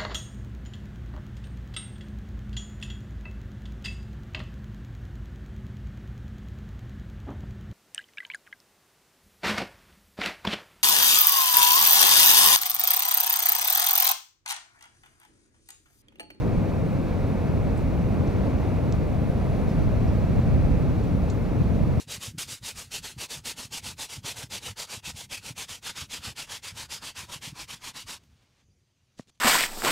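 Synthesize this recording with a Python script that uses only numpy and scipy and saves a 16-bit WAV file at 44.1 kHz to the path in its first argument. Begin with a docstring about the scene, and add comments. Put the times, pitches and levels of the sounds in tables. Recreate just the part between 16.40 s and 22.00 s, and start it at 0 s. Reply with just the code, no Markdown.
"""Big gas flames roar and billow in a rocky crater at night, puffing as folds of gas catch.
Small jets hiss between the stones and swell with the roar at each flare; hot rock cracks a few times.
Gusts of light wind fan the flames and buffet the two close microphone ports of a small camera.
Underneath sit the camera's own faint hiss, its electronic whine and two short runs of a tiny motor."""
import sys
import numpy as np
from scipy import signal
from scipy.fft import rfft, irfft
from scipy.io import wavfile
from scipy.ndimage import uniform_filter1d

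SR = 44100
rng = np.random.default_rng(int(sys.argv[2]) if len(sys.argv) > 2 else 0)


def int16_out(signal):
    """Quantize to a 16-bit WAV file."""
    q = np.round(np.clip(np.atleast_2d(signal).T, -1, 1) * 32767)
    wavfile.write(sys.argv[1], SR, q.astype(np.int16))


N = 246959
TIME, FREQ = np.arange(N) / SR, np.fft.rfftfreq(N, 1 / SR)

# flares, when more gas comes up and roar and jets swell together: peak_s, rise_db
GAS_FLARES = [(.1, .8), (.95, 0.86), (2.05, 1.95), (3.35, 1.2), (4.15, 1.3)]
FLARE_WIDTH_S = 0.24


def billows(calm_db=-26.5, fanning=0.39, steadiness=0.77):
    """Big flames rumble low, grow in the gusts and puff each time a fold of gas catches."""
    # deep rumble of the big flames: freq_hz, level_db
    colour = [(8, -35), (22, -13), (42, -2), (65, -2), (100, -1), (160, -4), (230, -10), (350, -21.5),
              (700, -81), (4000, -120)]
    # brief swells and one slight dip in the flame rumble: peak_s, change_db
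    level_moves = [(0.18, 7.5), (1.18, 5.5), (1.45, 5), (1.8, 6), (2.16, 5), (2.54, 3.5), (3.1, 2.5),
                   (3.41, 1), (4.18, 5), (4.75, 4.5), (5.21, 5), (5.54, -1)]
    rumble = turbulence(colour)
    power = uniform_filter1d((rumble ** 2).mean(0), size=4000) + 1e-9
    steadied = unit_rms(rumble / power ** (steadiness / 2))  # partly irons out the random swells
    level_db = calm_db + fanning * gust_db() + level_ride(level_moves, width_s=0.011)
    return gain_of(level_db) * steadied


def roar(base_db=-28, sag_db_per_s=0.2, flutter_db=0.1):
    """Wrinkled flame fronts roar up with each flare, fluttering slightly as they fold and tear."""
    # warm body of the fire: freq_hz, level_db
    colour = [(40, -27), (110, 2), (175, 7), (290, 2.5), (350, -2.5), (500, -2), (630, -5), (820, -11.5),
              (1000, -14.5), (1800, -24.5), (2300, -24), (2680, -27.5), (3050, -41), (15000, -100)]
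    level_db = base_db - sag_db_per_s * TIME + level_ride(GAS_FLARES, FLARE_WIDTH_S)
    return gain_of(level_db + flutter_db * drift(rate_hz=23)) * turbulence(colour)


def jets(rest_db=-56.5, flare_follow=0.85, sputter_db=0.5):
    """Gas hisses out between the stones, harder in a flare, and sputters as it lights."""
    # bright hiss of escaping gas: freq_hz, level_db
    colour = [(1200, -17.5), (2800, 2.5), (3700, 2), (4400, 1), (5050, -4), (5700, -2.5), (6400, -5),
              (7200, -9), (9000, -13), (15000, -19)]
    level_db = rest_db + flare_follow * level_ride(GAS_FLARES, FLARE_WIDTH_S)
    return gain_of(level_db + sputter_db * drift(rate_hz=25)) * turbulence(colour)


def turbulence(colour):
    """Coloured crater noise reaches the right port first; wall echoes make the two ports differ."""
    # stereo image of the fire: freq_hz, coherence (0-1), left_lead_rad, left_over_right_db
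    image = [(40.4, 0.95, 0.16, -6.5), (93, 0.87, -0.42, 2.5), (140, 0.98, -1.03, 2.1),
             (212, 0.53, -0.95, -0.9), (342, 0.93, -1.11, 2.5), (517, 0.86, -1.05, -0.3),
             (1100, 0.89, -0.98, 0.7), (1700, 0.95, -0.95, -1), (2400, 0.92, -0.67, -.3),
             (3100, 0.43, 0.3, 0), (4200, 0.8, -0.75, -1), (6500, 0.55, -0.55, -1),
             (8950, 0.36, -0.66, -0.5)]
    coherence, lead_rad, balance_db = (curve(image, column) for column in (1, 2, 3))
    direct, scattered = rfft(rng.standard_normal((2, N)))
    left = direct * np.exp(1j * lead_rad) * gain_of(balance_db / 2)
    right = (coherence * direct + np.sqrt(1 - coherence ** 2) * scattered) / gain_of(balance_db / 2)
    return unit_rms(irfft(np.array([left, right]) * gain_of(curve(colour)), N))


def crack(level_db, pitch_hz, crumble_s, echo_db, ring_t60_s=0.0015, wall_t60_s=0.1):
    """A snap and the crumbs after it ring a chip of rock; the crater walls scatter the sound."""
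    t = np.arange(4096) / SR
    impulse = t == 0
    crumbs = rng.standard_normal(len(t)) * (rng.random(len(t)) < 0.2) * np.exp(-t / crumble_s)
    force = impulse + 0.3 * crumbs
    chip = 3 * impulse + 0.58 * np.cos(2 * np.pi * pitch_hz * t) * gain_of(-60 * t / ring_t60_s)
    band = signal.butter(4, [0.53 * pitch_hz, 1.24 * pitch_hz], "band", fs=SR, output="sos")
    snap = signal.sosfilt(band, signal.fftconvolve(force, chip)[:len(t)])
    shared, left, right = rng.standard_normal((3, len(t)))  # the close ports share half of the echo
    walls = (shared + np.array([left, right])) * gain_of(-60 * t / wall_t60_s)
    echo = signal.fftconvolve(snap[None], walls / np.linalg.norm(walls[0]), axes=1)[:, :len(t)]
    direct = np.array([0.91 * np.r_[0, snap[:-1]], snap])  # nearer the right port
    return gain_of(level_db) * (direct + gain_of(echo_db) * echo)


def hot_rock(tick_count=36, faintest_db=-55, range_db=6):
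    """Hot rock gives a few clear cracks and a scatter of tiny ticks that barely clear the hiss."""
    # clear cracks, smaller chips snapping higher: start_s, level_db, pitch_hz, crumble_s, echo_db
    cracks = [(1.3755, -40, 8000, 0.0027, -1.5), (1.874, -43, 5800, .006, -3),
              (2.5246, -25.5, 6200, 0.00026, -14), (3.297, -43, 5000, 0.013, -3),
              (3.677, -43, 4900, .012, -5), (4.638, -48, 7300, .005, -4), (4.9, -33.5, 6700, 0.0048, -1.5)]
    out = np.zeros((2, N))
    for start_s, *shape in cracks:
        place(out, start_s, crack(*shape))
    for when, size, pitch in rng.random((tick_count, 3)):
        tick = crack(faintest_db + range_db * size, 3500 + 5000 * pitch, crumble_s=0.001, echo_db=-6)
        place(out, when * N / SR, tick)
    return out


def wind(calm_db=-34.5, opposed=0.043):
    """Eddies press on each port separately; the closest push the two channels in opposite ways."""
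    # low rumble of wind on the ports: freq_hz, level_db
    colour = [(8, -20), (25, -20), (65, 7), (120, 1), (200, -15.5), (400, -51), (1000, -47), (8000, -120)]
    # single eddies that thump the ports: peak_s, peak_db, width_s, polarity (+1 or -1)
    buffets = [(2.902, -12, 0.0011, -1), (3.285, -10, 0.0019, -1), (3.425, -12, 0.00079, -1),
               (3.657, -12, 0.00063, -1), (3.843, -10.5, 0.0014, 1), (3.899, -12, .0007, 1),
               (3.993, -3.5, .0005, 1), (4.177, -12.5, 0.00076, -1), (5.219, -11, 0.00064, 1),
               (5.438, -10, 0.0016, 1)]
    pressure = irfft(rfft(rng.standard_normal((2, N))) * gain_of(curve(colour)), N)
    out = gain_of(calm_db + gust_db()) * unit_rms(pressure - opposed * pressure[::-1])
    for peak_s, peak_db, width_s, polarity in buffets:
        push = polarity * gain_of(peak_db) * bell(peak_s, width_s)
        out += np.array([push, -push])
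    return out


def gust_db():
    """Wind strength over the calm: each gust arrives quickly and ebbs slowly."""
    # gusts that press on the ports and fan the big flames: start_s, length_s, rise_db
    gusts = [(1.103, 1.5, 3), (2.75, 0.24, 2.5), (3.353, 0.34, 8.5), (3.916, 0.3, 11.5), (5.163, 0.5, 8)]
    return np.max([rise_db * envelope(start_s, length_s, attack_s=0.041, release_s=0.45)
                   for start_s, length_s, rise_db in gusts], axis=0)


def camera(hiss_db=-63.5, whine_db=-76.5, whine_hz=9375, whine_width_hz=11, motor_hz=10104):
    """The electronics give a nearly mono hiss and a wavering whine; a motor adds a clean tone."""
    # runs of the small motor: start_s, length_s, level_db
    motor_runs = [(2.18, .16, -77), (2.8, .56, -74.5)]
    shared, left, right = rng.standard_normal((3, N))
    hiss = gain_of(hiss_db) * unit_rms(shared + 0.26 * np.array([left, right]))
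    waver_rad = np.cumsum(rng.standard_normal(N)) * np.sqrt(2 * np.pi * whine_width_hz / SR)
    whine = gain_of(whine_db) * np.sin(2 * np.pi * whine_hz * TIME + waver_rad)
    running = sum(gain_of(level_db) * envelope(start_s, length_s, attack_s=0.07, release_s=0.05)
                  for start_s, length_s, level_db in motor_runs)
    motor = running * np.sin(2 * np.pi * motor_hz * TIME)
    return hiss + np.sqrt(2) * (whine + motor)  # tone levels are rms


def wind_guard(x, threshold_db=-16, steepness=4, recovery_db_per_s=650, corner_hz=1500, lag_s=0.0018):
    """A hard push between the ports makes the camera fold its bass to mono for tens of milliseconds."""
    low_side = irfft(rfft(x[0] - x[1]) / 2 / (1 + (FREQ / corner_hz) ** 4), N)
    over_db = steepness * np.maximum(20 * np.log10(abs(low_side) + 1e-9) - threshold_db, 0)
    recovery_db = TIME * recovery_db_per_s
    cut_db = np.maximum.accumulate(over_db + recovery_db) - recovery_db  # grabs, then lets go steadily
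    late_cut_db = np.interp(TIME - lag_s, TIME, cut_db)
    removed = low_side * (1 - uniform_filter1d(gain_of(-late_cut_db), size=60))
    return x - np.array([removed, -removed])


def gain_of(db):
    """Decibels to amplitude."""
    return 10 ** (np.asarray(db) / 20)


def unit_rms(x):
    """Scales to rms 1."""
    return x / np.sqrt(np.mean(x ** 2) + 1e-20)


def curve(points, column=1):
    """One column of a table, spread over a log-frequency axis."""
    table = np.transpose(points)
    return np.interp(np.log(FREQ + 1), np.log(table[0] + 1), table[column])


def place(mix, start_s, sound):
    """Lays a stereo sound into the mix."""
    part = mix[:, round(start_s * SR):][:, :sound.shape[1]]
    part += sound[:, :part.shape[1]]


def drift(rate_hz):
    """A smooth random wobble of rms 1, moving up to about the given rate."""
    return unit_rms(irfft(rfft(rng.standard_normal(N)) * np.exp(-(FREQ / rate_hz) ** 2), N))


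def envelope(start_s, length_s, attack_s, release_s):
    """Rises in a straight line, holds until start_s + length_s, then dies away."""
    rise = np.clip((TIME - start_s) / attack_s, 0, 1)
    return rise * np.exp(-np.maximum(TIME - start_s - length_s, 0) / release_s)


def bell(peak_s, width_s):
    """A bell-shaped bump of height 1."""
    return np.exp(-0.5 * ((TIME - peak_s) / width_s) ** 2)


def level_ride(events, width_s):
    """A smooth level curve in dB, one swell or dip for each event."""
    return sum(change_db * bell(peak_s, width_s) for peak_s, change_db in events)


def scene():
    """Fire in front, with cracking rock, wind and the camera's faint noise floor."""
    return billows() + roar() + jets() + hot_rock() + wind() + camera()


def record(dry, cutoff_hz=15800):
    """The camera's wind guard, then its steep high cut."""
    high_cut = signal.firwin(1023, cutoff_hz, window=("kaiser", 9), fs=SR)
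    return signal.oaconvolve(wind_guard(dry), high_cut[None], "same")


dry = scene()
out = record(dry)
int16_out(out)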